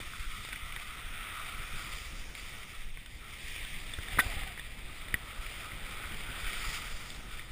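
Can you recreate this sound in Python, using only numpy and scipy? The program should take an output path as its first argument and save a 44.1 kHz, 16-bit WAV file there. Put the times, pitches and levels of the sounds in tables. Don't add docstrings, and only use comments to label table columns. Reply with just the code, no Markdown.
import sys
import numpy as np
from scipy import signal
from scipy.io import wavfile

SR = 44100
rng = np.random.default_rng(int(sys.argv[2]) if len(sys.argv) > 2 else 0)


def volts_from_decibels(level):
    exponent = np.asarray(level, float) / 20
    return 10 ** exponent


def inscribe(sig):
    pcm = np.round(np.clip(np.atleast_2d(sig).T, -1, 1) * 32767)
    wavfile.write(sys.argv[1], SR, pcm.astype(np.int16))


N = 331191

# t/s, level/dB
SEAL_AIR = [(0.0, -61), (1.05, -64.5), (2.01, -60.5), (2.75, -63), (3.09, -73), (3.51, -58.5), (4.14, -67),
            (4.58, -75), (5.46, -71), (6.3, -69), (6.62, -63), (7.01, -59.5), (7.51, -72)]
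# t/s, buffeting level/dB, rush level/dB
WIND_LEVELS = [(0.0, -46, -57), (0.2, -48, -70), (0.55, -46, -65), (0.96, -48.5, -59.5),
               (1.84, -44.5, -56.5), (2.6, -47.5, -57.5), (2.9, -51.5, -65), (3.5, -45.5, -57.5),
               (4.0, -45.5, -56.5), (4.28, -42, -47.5), (4.6, -47, -61), (4.81, -45.5, -56),
               (5.5, -46.5, -53.5), (6.0, -42, -52.5), (6.55, -44.5, -52), (7.51, -46, -58)]
# t/s, peak level/dB, length/s
STRONG_GUSTS = [(0.194, -30.5, 0.019), (0.261, -32, 0.025), (0.32, -35, 0.035), (0.372, -38, 0.047),
                (0.624, -36, 0.0173), (1.045, -35.5, 0.027), (1.082, -36, 0.069), (1.946, -37, 0.021),
                (2.185, -33.5, 0.029), (2.771, -34, 0.04), (2.842, -33, 0.031), (2.906, -33.5, 0.04),
                (3.437, -38, 0.022), (3.619, -35, 0.025), (3.986, -32, 0.01), (4.174, -29, 0.0088),
                (4.261, -30.5, 0.012), (4.365, -35.5, 0.015), (4.99, -41, 0.028), (5.387, -30.5, 0.022),
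                (5.45, -35.5, 0.025), (5.56, -37, 0.032), (5.92, -41, 0.061), (6.064, -41, 0.023),
                (6.431, -35, 0.016), (6.455, -31, 0.024), (6.556, -35.5, 0.03), (6.665, -32, 0.022),
                (6.917, -31.5, 0.037), (7.33, -39, 0.02)]
# t/s, peak level/dB, length/s
OUTWARD_JOLT = (5.1405, -27, 0.012)
# t/s, peak level/dB, f/Hz
JOINT_HUMS = [(4.083, -45, 750), (4.125, -44, 745), (4.224, -40, 748), (4.298, -42.5, 680),
              (4.317, -42.5, 850), (4.369, -45, 790), (4.416, -43, 770), (4.464, -42.5, 766),
              (4.499, -48, 710)]
# t/s, peak level/dB, contact f/Hz, thud level/dB
POLE_TICKS = [(0.0024, -38.5, 2450, 3.5), (0.1047, -36, 2330, -28), (0.1353, -29, 1400, -26),
              (0.4494, -32, 2310, -21), (0.4873, -36, 2230, -3.5), (0.5214, -40, 2300, -28),
              (0.5254, -32, 2200, -30), (0.5289, -26, 2300, -33), (.5318, -34, 1920, -30),
              (.532, -38, 3700, -30), (0.5597, -32.5, 2280, -29), (0.7233, -31, 2320, -29),
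              (0.7622, -33, 3560, -30), (0.7632, -30, 2260, -29), (0.7704, -34.5, 1620, -29),
              (0.7987, -36, 2270, -32), (0.826, -46, 2300, -25), (2.3516, -30, 2140, -17),
              (2.9726, -33, 2250, -25), (3.0604, -37.5, 3100, -25), (3.5623, -28, 2450, -16),
              (3.6492, -30, 3200, -14), (5.084, -32, 1920, -25), (5.464, -27.5, 2330, -21),
              (5.7184, -30, 2090, -20), (6.1204, -33, 2900, -15), (7.1028, -38, 4800, -25),
              (7.1474, -34, 3500, -28), (7.3943, -27, 2050, -30)]
# t/s, peak level/dB, contact f/Hz, thud level/dB,
# crack level/dB
KNOCKS_WITH_CRACK = [(3.936, -38, 3540, -25, -1.5), (3.9877, -29.5, 1500, -2.5, -10),
                     (4.0844, -29, 1940, -21, -13), (4.1744, -25, 1970, -2.5, -15),
                     (4.1865, -14.5, 1360, -8.5, -15), (4.1905, -7, 1336, -17.5, -35),
                     (4.192, -10.5, 1930, -47, -25), (4.1944, -15, 1670, -5.5, -35), (4.264, -36, 1790, 2, -1),
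                     (4.4344, -28, 1950, -19, -19), (4.4744, -38, 2180, -9, -11), (4.577, -28, 1940, -15, -19),
                     (4.595, -26.5, 1940, -28, -10.5), (5.1414, -22, 2880, -11.5, -26),
                     (5.142, -14, 2020, -12, -27), (5.1416, -30.5, 4800, -20, -22)]
# f/Hz, level/dB, time to fall 60 dB/s
HOUSING_RING = [
    (750, -44.5, 0.11),
    (1110, -26, 0.032),
    (1524, -20, 0.1),
    (1940, -10.5, 0.029),
    (2480, -22, 0.018),
    (3540, 4, 0.019),
]
# t/s, hiss level/dB, edge pressure level/dB, spray level/dB
SNOW_LEVELS = [(0.0, -47, -54, -63), (0.3, -46, -51, -59), (0.9, -47.5, -51.5, -68.5),
               (1.42, -45, -46.5, -64.5), (1.95, -46, -51, -58), (2.12, -50.5, -60.5, -62),
               (2.7, -54, -59, -66), (2.95, -53, -69, -70.5), (3.26, -52.5, -59.5, -68.5),
               (3.5, -45.5, -63.5, -56.5), (4.0, -46, -57, -61), (4.38, -41, -52, -59.5),
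               (4.55, -50, -59, -65), (4.85, -50, -59.5, -67), (5.0, -49.5, -55.5, -65.5),
               (6.3, -45, -49.5, -61), (6.65, -41, -46, -48), (7.2, -51, -58.5, -65)]
# t/s, extra hiss level/dB, length/s, extra spray level/dB
EDGE_BITES = [(0.434, 1, .17, 1), (0.77, 0.5, 0.15, 7), (1.17, 1.5, 0.14, -1), (1.763, 0.5, 0.34, 4),
              (2.15, 1, 0.05, 7), (2.347, 5, 0.18, 6.5), (2.536, 5, 0.31, 4.5), (3.067, 0.5, 0.14, 6.5),
              (3.29, 3.5, 0.13, 5.5), (3.56, 1.5, 0.22, -3), (4.1, 3, .14, 3), (4.22, -1, 0.12, 3),
              (4.567, 2, .05, 2), (4.916, 1.5, 0.063, 2), (5.41, 1.5, 0.26, 5), (5.903, 1, 0.042, 5),
              (6.066, 2, 0.034, 3), (6.38, 2, 0.18, 1), (6.682, 1.5, 0.091, 4), (6.923, 0, 0.27, 4.5),
              (7.314, 3.5, 0.077, 5)]
# f/Hz, width/Hz, level/dB
EDGE_MODES = [(697, 72, -10.5), (902, 100, -13), (1263, 181, -3.5), (1500, 206, -5)]
# f/Hz, width/Hz, level/dB
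HISS_MODES = [(1907, 342, -3), (2364, 380, -1), (2674, 253, -1), (3047, 555, -4), (3620, 440, -3.5)]
# f/Hz, width/Hz, level/dB
SPRAY_MODES = [(4350, 1200, -25), (4830, 470, 24), (5700, 1380, 14)]


def rms_one(x):
    return x / np.sqrt(np.mean(x ** 2) + 1e-20)


def peak_one(x):
    return x / np.abs(x).max()


def in_time(rows):
    s, *columns = np.transpose(rows)
    return [np.interp(np.arange(N) / SR, s, c, left=c[0], right=c[-1]) for c in columns]


def drift(rate_hz):
    r = np.exp(-2 * np.pi * rate_hz * 40 / SR)
    noise = rng.standard_normal(N // 40 + 2002)
    slow = signal.lfilter([1], [1, -2 * r, r * r], noise)[2000:]
    return np.interp(np.arange(N) / 40, np.arange(len(slow)), rms_one(slow))


def butter(x, hz, kind, order=2):
    return signal.sosfilt(signal.butter(order, hz, kind, fs=SR, output="sos"), x)


def resonance(x, hz, width_hz):
    r = np.exp(-np.pi * width_hz / SR)
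    poles = [1, -2 * r * np.cos(2 * np.pi * hz / SR), r * r]
    return signal.lfilter([(1 - r * r) / 2, 0, (r * r - 1) / 2], poles, x)


def ring(clicks, hz, t60):
    r = volts_from_decibels(-60 / (t60 * SR))
    w = 2 * np.pi * hz / SR
    return signal.lfilter([0, np.sin(w)], [1, -2 * r * np.cos(w), r * r], clicks + 1e-18)


def through(drive, modes, patchy_db):
    total = np.zeros(N)
    for k, (hz, width_hz, db) in enumerate(modes):
        total += (-1) ** k * volts_from_decibels(db + patchy_db * drift(5.6)) * resonance(drive, hz, width_hz)
    return rms_one(total)


def air():
    level_db, = in_time(SEAL_AIR)
    hiss = resonance(resonance(rng.standard_normal(N), 5660, 380), 5030, 1300)
    return volts_from_decibels(level_db + 1.3 * drift(10.5)) * rms_one(hiss)


def wind():
    buffet_db, rush_db = in_time(WIND_LEVELS)
    buffet = butter(butter(rng.standard_normal(N), 4.8, "low", order=1), 13.4, "high")
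    buffet = butter(buffet, 220.0, "low", order=1)
    rush = butter(butter(rng.standard_normal(N), 1070.0, "low", order=1), 220.0, "high")
    rumble = volts_from_decibels(buffet_db + 1.0 + 1.84 * drift(14.0)) * rms_one(buffet)
    return rumble + volts_from_decibels(rush_db + 0.24 * drift(34.0)) * rms_one(rush) + gusts()


def gusts():
    puff_db, puff_s = -43, 0.02
    puffs = [(place * (N / SR - 0.1), puff_db + 6.0 * (size - 0.5), puff_s * (0.5 + long))
             for place, size, long in rng.random(size=(24, 3))]
    push = np.zeros(N)
    for s, db, length_s in STRONG_GUSTS + puffs:
        start = round(s * SR)
        dent = signal.windows.hann(max(round(length_s * SR), 8))[:N - start]
        push[start:start + len(dent)] -= volts_from_decibels(db + 4.0) * dent
    jolt_s, jolt_db, jolt_length_s = OUTWARD_JOLT
    bulge = signal.windows.hann(round(jolt_length_s * SR))
    push[round(jolt_s * SR):][:len(bulge)] += volts_from_decibels(jolt_db) * bulge
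    return butter(push, 8.0, "high")


def rattle():
    out = np.zeros(N)
    shake = signal.windows.hann(round(0.0035 * SR))
    for s, db, hz in JOINT_HUMS:
        wobble = shake * np.sin(2 * np.pi * hz * np.arange(len(shake)) / SR)
        drive = np.pad(wobble, (0, SR // 5))
        hum = volts_from_decibels(db - 1.5) * peak_one(ring(drive, hz, t60=0.094))
        out[round(s * SR):][:len(hum)] += hum
    return out


def rebounds(count):
    first_s, gap_s, gap_growth = 4.196, 0.0017, 0.98
    s = first_s + np.cumsum(gap_s * gap_growth ** np.arange(count)) - gap_s
    return [(at, -15.5 - 0.5 * k, 2050, -21, -12.5) for k, at in enumerate(s)]


def ticks():
    crack_db, per_octave_db, lag = -16, 8, 0.14
    return [(s, db, hz, thud_db, crack_db + per_octave_db * np.log2(hz / 2000) - lag * (db + 26))
            for s, db, hz, thud_db in POLE_TICKS]


def knocks():
    out = np.zeros(N)
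    n = round(0.1 * SR)
    age = np.arange(n) / SR
    click = np.eye(1, n)[0]
    thud = -peak_one(butter(butter(click, 490.0, "low"), 58.0, "high"))
    hits = KNOCKS_WITH_CRACK + rebounds(count=7) + ticks()
    chance = rng.uniform(-1.3, 1, (len(hits), len(HOUSING_RING)))
    grit = rng.standard_normal((len(hits), n))
    for (s, db, hz, thud_db, crack_db), luck, noise in zip(hits, chance, grit):
        contact_s = 0.001005 * (1 - 0.11 * (db + 31.5) / 10)
        force = (age / contact_s) ** 2 * np.exp(-2 * age / contact_s)
        tone = -peak_one(force * np.sin(2 * np.pi * hz * age))
        snap = np.roll(click, round(contact_s * SR)) + 0.23 * noise * peak_one(force)
        crack = butter(butter(snap, [2500.0, 4500.0], "band", order=1), 8300.0, "low")
        hit = tone + volts_from_decibels(thud_db + 1.5) * thud + volts_from_decibels(crack_db + 1.5) * peak_one(crack)
        for (mode_hz, mode_db, t60), z in zip(HOUSING_RING, luck):
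            bright_db = crack_db * (mode_hz > 2700)
            strength = volts_from_decibels(mode_db + bright_db + 8.5 * z) * (contact_s / 0.00096) ** 2
            hit += strength * peak_one(ring(snap, mode_hz, t60))
        i = max(round((s - 0.0003) * SR), 0)
        out[i:i + n] += volts_from_decibels(db - 3.0) * hit[:N - i]
    return out


def bites():
    ramp_s, share_on_edge = 0.049, 0.74
    t = np.arange(N) / SR
    extra_db = np.zeros((3, N))
    for s, db, length_s, spray_db in EDGE_BITES:
        shape = np.clip(np.minimum(t - s, s + length_s - t) / ramp_s + 0.5, 0, 1)
        extra_db += np.array([[db], [share_on_edge * db], [spray_db]]) * shape
    return extra_db


def snow():
    hiss_db, edge_db, spray_db = in_time(SNOW_LEVELS) + bites()
    sizes = volts_from_decibels(3.25 * np.minimum(rng.exponential(1, N), 5)) * rng.choice([-1, 1], N)
    grains_per_s = 900.0 * volts_from_decibels(5.0 * drift(14.0))
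    grains = sizes * (rng.random(N) < grains_per_s / SR)
    bumps = volts_from_decibels(0.53 * drift(19.0) + 0.85 * drift(23.0))
    drive = (rng.standard_normal(N) + 0.43 * rms_one(grains)) * bumps
    hiss = through(butter(drive, 3580.0, "low"), HISS_MODES, patchy_db=0.5)
    edge = through(resonance(drive, 1200, 720), EDGE_MODES, patchy_db=2.0)
    spray = through(resonance(drive, 2900, 3100), SPRAY_MODES, patchy_db=1.0)
    return volts_from_decibels(hiss_db) * hiss + volts_from_decibels(edge_db) * edge + volts_from_decibels(spray_db) * spray


def scene():
    return (air() + wind() + rattle() + knocks() + snow())[None]


def low_pass(x):
    return signal.sosfilt(signal.butter(12, 16460, fs=SR, output="sos"), x)


def record(dry):
    up, down, held_times = 40, 147, 4
    slow = signal.resample_poly(dry, up, down, axis=1)
    held = np.repeat(slow, held_times, axis=1)
    held = signal.resample_poly(held, down, up * held_times, axis=1)
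    held = np.pad(held, ((0, 0), (0, 8)))[:, :N]
    steep_cut = signal.ellip(16, 0.3, 42, 15330, fs=SR, output="sos")
    mix = signal.sosfilt(steep_cut, held)
    return low_pass(mix)


dry = scene()
out = record(dry)
inscribe(out)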